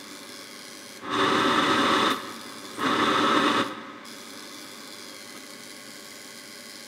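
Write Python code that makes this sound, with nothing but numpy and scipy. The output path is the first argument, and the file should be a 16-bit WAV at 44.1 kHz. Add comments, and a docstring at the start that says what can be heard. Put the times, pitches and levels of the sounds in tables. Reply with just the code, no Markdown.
"""A steel kitchen: a blown gas wok burner, its valve opened twice for about a second of roar.
The turbulent flame sounds through the fire bowl's resonances and dies back to a small flutter.
The igniter's arc buzzes at twice the mains frequency and rings the burner head.
Gas spits through the nearly shut valve; the blower drones through its duct throughout."""
import sys
import numpy as np
from scipy import signal
from scipy.fft import rfft, irfft, next_fast_len
from scipy.io import wavfile
from scipy.ndimage import map_coordinates

SR = 44100
rng = np.random.default_rng(int(sys.argv[2]) if len(sys.argv) > 2 else 0)


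def materialize(psi):
    """Save the field psi as 16-bit PCM at rate SR to the path in sys.argv[1].

    A 1-D psi becomes a single channel; in a 2-D psi each row is a channel.
    """
    bounded = np.clip(np.atleast_2d(psi).T, -1, 1)
    quanta = np.round(bounded * 32767).astype(np.int16)
    wavfile.write(sys.argv[1], SR, quanta)


N = 302967
TIME_S = np.arange(N) / SR
FFT_SIZE = next_fast_len(N)
FREQS_HZ = np.fft.rfftfreq(FFT_SIZE, 1 / SR)

# valve turns: open t/s, flame blue t/s, shut t/s, rise/s, roar level/dB, hiss re roar/dB
VALVE_TURNS = [(1.025, 1.085, 2.11, .195, -22.3, -1), (2.765, 2.79, 3.61, .09, -22.7, -1.7)]
# fire bowl and burner head resonances: f/Hz, half width/Hz, level/dB
BOWL_MODES = [(118.2, 11.8, -14), (228, 16.3, -5), (295, 28.8, 1.5), (385.5, 18.4, -2), (440, 14, -8),
              (549, 42, -7), (766, 40, -15), (921, 58, -9.5), (1023, 20, -7), (1086, 36, -4),
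              (1162, 26, -2), (1288, 49.6, -1), (1470, 96, -14), (1580, 18, -7), (1735, 36, -8),
              (1896, 175, -13.5), (1997, 17, -12), (2510, 49, -17), (2907, 193, -16.5), (3430, 79, -13),
              (3636, 90, -13), (3860, 265, -18.5), (5100, 68, -27), (6160, 200, -32), (8570, 363, -35.5)]
# broad turbulence spectrum: f/Hz, level/dB
TURBULENCE_SPECTRUM = [(30, -73), (70, -26), (200, -16.5), (670, -53), (1500, -34.5), (2300, -22),
                       (3200, -64), (4500, -30), (7000, -37), (10000, -45.5), (15500, -56)]
# hiss echoes off steel top and splashback: delay/s, level/dB
STEEL_ECHOES = [(.0019, -16), (.0043, -14.5), (.0072, -13)]
# small flame lingering in the head: t/s, level/dB
PILOT_LEVELS = [(0, -48.5), (.42, -50.3), (.55, -53), (1.0, -52.8), (2.2, -51), (2.7, -45), (3.95, -52.5),
                (4.1, -50.4), (4.65, -49), (5.08, -50.6), (5.22, -53.5), (6.87, -61)]
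# gas pockets catching: t/s, level/dB, half length/s
GAS_PUFFS = [(1.055, -39, .04), (1.355, -21.5, .012), (2.87, -26, .02), (3.03, -27, .02),
             (5.362, -44, .022)]
# spark spectrum: f/Hz, level/dB
SPARK_SPECTRUM = [(300, -39), (1200, -26), (2200, -5), (2750, -24), (3300, -6), (4200, 4), (5000, 3),
                  (5700, 0), (7500, -3.5), (8800, -5), (9900, -3), (11000, -7.5), (15500, -13.5)]
# snap paths, direct and off the steel: delay/s, level/dB
SPARK_PATHS = [(.00015, 2), (.001, 1), (.0038, -1.5), (.0062, -8)]
# burner head rings: cold f/Hz, hot f/Hz, width/Hz, cold level/dB, hot level/dB
HEAD_MODES = [(2070, 2290, 200, -5.5, -14), (3190, 3490, 200, -9, -1.5), (9720, 10000, 700, -12, -14)]
# steel rings of constant pitch: f/Hz, width/Hz, level/dB
STEEL_MODES = [(4130, 350, -12), (5000, 500, -9), (6850, 500, -17)]
# arc dropouts: out t/s, restrike t/s, recovery/s, depth/dB
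ARC_DROPOUTS = [(.978, 1.19, .16, -17), (3.69, 4.04, .01, -40)]
# gas spits: t/s, level/dB, fall time/s, whistle f/Hz, whistle level/dB
VALVE_SPITS = [(2.102, -39.3, 0.1, 12200, -5), (2.748, -48, 0.15, 8410, 18), (2.79, -46, .09, 11500, -7)]
# air duct resonances: f/Hz, half width/Hz, level/dB
DUCT_MODES = [(124, 23, -11.5), (228.4, 35.4, -2), (295, 44, -2.5), (405, 44, -3.5), (551, 28, -3),
              (822, 25, -10.5), (906, 27, -12), (1060, 20, -7.5), (1111, 23, -3.5), (1247, 54, -30.5),
              (1470, 41, -9.5), (1603, 162, -7), (2047, 34, -3.5), (2250, 220, -11)]
# broad air rush: f/Hz, level/dB
AIR_SPECTRUM = [(30, -46), (80, -30), (300, -32), (700, -16.5), (1500, -50), (2800, -18), (4000, -19.5),
                (6000, -28.5), (10000, -40), (15500, -45)]
# blower tones: f/Hz, rms level/dB
DRONE_TONES = [(237, -61), (588, -60), (721, -82)]


def flame(flutter_db=.74, flutter_hz=30, bass_hz=600, hiss_hz=2600):
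    """Fluttering turbulence rings the bowl; its hiss echoes off the steel."""
    bass_gain, body_gain, hiss_gain = flame_gains()
    eddies = rng.standard_normal(N) * amp(flutter_db * wander(flutter_hz))
    roar = unit(filtered(eddies, resonant(BOWL_MODES, TURBULENCE_SPECTRUM)))
    roar = map_coordinates(roar, [np.cumsum(bowl_pitch(body_gain))], mode="mirror")
    bass = filtered(roar, lowpass(bass_hz))
    hiss = filtered(roar, 1 - lowpass(hiss_hz))
    body = roar - bass - hiss
    hiss += sum(amp(db) * np.roll(hiss, round(delay_s * SR)) for delay_s, db in STEEL_ECHOES)
    return bass * bass_gain + body * body_gain + hiss * hiss_gain


def flame_gains(swell_db_per_s=1, hiss_swell_db_per_s=3.6, yellow_db=-13, catch_s=.055, hiss_power=1.22):
    """Bass, body and hiss gains: pilot, puffs and jet add in power."""
    pilot = amp(curve(PILOT_LEVELS))
    puffs = sum(amp(db) * np.exp(-((TIME_S - at_s) / half_s) ** 2) for at_s, db, half_s in GAS_PUFFS)
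    power = (amp([[3], [0], [-4]]) * pilot) ** 2  # bass, body, hiss in dB
    power += (amp([[4], [0], [-2]]) * puffs) ** 2
    for open_s, blue_s, shut_s, rise_s, db, hiss_db in VALVE_TURNS:
        held_s = np.clip(TIME_S, open_s, shut_s) - open_s
        roar = jet(open_s, shut_s, rise_s) * amp(db + swell_db_per_s * held_s)
        # a yellow flame barely hisses; the hiss snaps in as it turns blue
        yellow = amp(yellow_db) * jet(open_s, shut_s, catch_s)
        blue = jet(blue_s, shut_s, catch_s)
        hiss = np.maximum(yellow, blue) ** hiss_power * amp(db + hiss_db + hiss_swell_db_per_s * held_s)
        power += np.array([roar, roar, hiss]) ** 2
    return np.sqrt(power)


def jet(open_s, shut_s, rise_s, collapse_db_per_s=280, pipe_db=-10, burn_off_db_per_s=39):
    """Flow of one valve turn, 0-1: ramp, hold, collapse, slow burn-off of the gas in the pipe."""
    after_s = np.maximum(TIME_S - shut_s, 0)
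    release_db = np.maximum(-collapse_db_per_s * after_s, pipe_db - burn_off_db_per_s * after_s)
    return ramp(open_s, rise_s) * amp(release_db)


def bowl_pitch(gain, full_db=-22.5, rise_per_db=.0011, lag_s=.07):
    """Factor on the bowl's resonances: sound is faster in hot gas, and heat lags the flame."""
    heat_db = 20 * np.log10(gain) - full_db
    pole = np.exp(-1 / (lag_s * SR))
    lagged_db = heat_db[0] + signal.lfilter([1 - pole], [1, -pole], heat_db - heat_db[0])
    return 1 + rise_per_db * lagged_db


def igniter(cold_pilot_db=-53.3, hot_pilot_db=-49.5, room_db=-6.5):
    """Sparks ring the steel and the burner head, whose pitch rises as the pilot heats it."""
    heat = np.clip((curve(PILOT_LEVELS) - cold_pilot_db) / (hot_pilot_db - cold_pilot_db), 0, 1)
    cracks, echoes = sparks(heat)
    buzz = unit(filtered(echoes, colour(SPARK_SPECTRUM)))
    for cold_hz, hot_hz, width_hz, cold_db, hot_db in HEAD_MODES:
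        head_hz = cold_hz + (hot_hz - cold_hz) * heat
        buzz += amp(cold_db + (hot_db - cold_db) * heat) * ring(cracks, head_hz, width_hz)
    buzz += sum(amp(db) * ring(cracks, np.full(N, hz), width_hz) for hz, width_hz, db in STEEL_MODES)
    buzz = unit(buzz) * arc_gain()
    return buzz + amp(room_db) * kitchen(buzz)


def sparks(heat, rate_hz=99.928, first_s=.0008, crack_s=.000303, jitter_s=.000015, uneven_db=1.55,
           scatter_gain=1.2, cold_drift_hz=2.2, hot_drift_hz=9):
    """One spark per mains half cycle: a bare crack and a burst of dense echoes."""
    index, phase = np.divmod((TIME_S - first_s) * rate_hz + 1, 1)
    age_s = phase / rate_hz
    size, late = rng.standard_normal((int(index[-1]) + 1, 2))[index.astype(int)].T
    strength = amp(uneven_db * size)
    cracks = np.sinc((age_s - crack_s - jitter_s * late) * SR)
    scatter = scatter_gain * rng.standard_normal(N)
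    # hot, moving gas changes the echo pattern faster
    drift = np.cumsum(cold_drift_hz + (hot_drift_hz - cold_drift_hz) * heat) / SR
    patterns = rng.standard_normal((100, int(SR / rate_hz) + 2))
    echoes = map_coordinates(patterns, [drift, age_s * SR], mode="mirror") + scatter
    return cracks * strength, echoes * snap_envelope(age_s) * strength


def snap_envelope(age_s, rise_s=.0001, decay_s=.0017):
    """Each path brings a sudden, decaying burst; they add in power."""
    power = np.zeros(N)
    for delay_s, db in SPARK_PATHS:
        attack = np.clip((age_s - delay_s) / rise_s + 1, 0, 1)
        decay = np.exp(-np.maximum(age_s - delay_s, 0) / decay_s)
        power += (amp(db) * attack * decay) ** 2
    return np.sqrt(power)


def ring(x, hz, width_hz):
    """Two resonators in series following the curve hz; rms 1."""
    carrier = np.exp(2j * np.pi * np.cumsum(hz) / SR)
    pole = np.exp(-np.pi * width_hz / SR)
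    for _ in range(2):
        x = 2 * (carrier * signal.lfilter([1 - pole], [1, -pole], x / carrier)).real
    return unit(x)


def arc_gain(still_air_db=-45.3, in_jet_db=-5, fail_s=.012):
    """The arc weakens in the jet and fades in its dropouts."""
    flow = sum(jet(open_s, shut_s, rise_s) for open_s, _, shut_s, rise_s, _, _ in VALVE_TURNS)
    level_db = still_air_db + in_jet_db * flow
    for out_s, restrike_s, recovery_s, depth_db in ARC_DROPOUTS:
        level_db += depth_db * (ramp(out_s, fail_s) - ramp(restrike_s, recovery_s))
    return amp(level_db)


def valve(rise_s=.003, fall_db=22, half_width_hz=220, low_hz=6000, high_hz=13000):
    """Gas squeezed through a narrow gap: short bright hisses, each with a whistle."""
    spits = np.zeros(N)
    band = (1 - lowpass(low_hz)) * lowpass(high_hz)
    for at_s, db, fall_s, whistle_hz, whistle_db in VALVE_SPITS:
        age_s = np.maximum(TIME_S - at_s, 0)
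        hiss = unit(filtered(rng.standard_normal(N), band + peak(whistle_hz, half_width_hz, whistle_db)))
        spits += hiss * ramp(at_s, rise_s) * amp(db - fall_db * age_s / fall_s)
    return spits


def blower(air_db=-46.5, waver=.0029, waver_hz=5.4):
    """Air rushes through the duct, with a few slightly wavering tones."""
    air = unit(filtered(rng.standard_normal(N), resonant(DUCT_MODES, AIR_SPECTRUM)))
    clock_s = np.cumsum(1 + waver * wander(waver_hz)) / SR
    tones = sum(amp(db) * np.sin(2 * np.pi * (hz * clock_s + rng.random())) for hz, db in DRONE_TONES)
    return amp(air_db) * air + np.sqrt(2) * tones


def kitchen(x, t60_s=.3, onset_s=.004):
    """Diffuse tail of the hard-walled room."""
    age_s = TIME_S[:SR // 2]
    tail = rng.standard_normal(len(age_s)) * amp(-60 * age_s / t60_s) * (age_s > onset_s)
    return signal.fftconvolve(x, tail / np.linalg.norm(tail))[:N]


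def amp(db):
    """dB to gain."""
    return 10 ** (np.asarray(db) / 20)


def unit(x):
    """Scale to rms 1."""
    return x / np.sqrt(np.mean(x ** 2) + 1e-20)


def ramp(start_s, rise_s):
    """Linear rise, 0-1."""
    return np.clip((TIME_S - start_s) / rise_s, 0, 1)


def curve(rows):
    """(t/s, value) rows, interpolated per sample."""
    return np.interp(TIME_S, *np.transpose(rows))


def wander(rate_hz):
    """Slow random motion, rms 1."""
    return unit(filtered(rng.standard_normal(N), (FREQS_HZ > 0) * lowpass(rate_hz)))


def lowpass(hz):
    """Fourth-order low-pass gain."""
    return 1 / (1 + (FREQS_HZ / hz) ** 4)


def peak(hz, half_width_hz, db):
    """Gain of one resonance."""
    return amp(db) / (1 + ((FREQS_HZ - hz) / half_width_hz) ** 2)


def colour(spectrum):
    """Gain from (f/Hz, level/dB) rows, joined on a log axis."""
    hz, db = np.transpose(spectrum)
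    return amp(np.interp(np.log(FREQS_HZ + 1), np.log(hz), db))


def resonant(modes, spectrum):
    """Gain of resonances on a broad spectrum."""
    return np.sqrt(sum(peak(*mode) ** 2 for mode in modes) + colour(spectrum) ** 2)


def filtered(x, gain):
    """Apply a gain per frequency."""
    return irfft(rfft(x, FFT_SIZE) * gain, FFT_SIZE)[:N]


def scene():
    """All sources, mono, above the range."""
    return (flame() + blower() + igniter() + valve())[None]


def record(dry, low_cut_hz=52, high_cut_hz=15760):
    """Bass cut and steep band limit."""
    thinned = filtered(dry[0], 1 - lowpass(low_cut_hz))
    taps = signal.firwin(1023, high_cut_hz, window=("kaiser", 9), fs=SR)
    return signal.oaconvolve(thinned, taps, "same")[None]


dry = scene()
out = record(dry)
materialize(out)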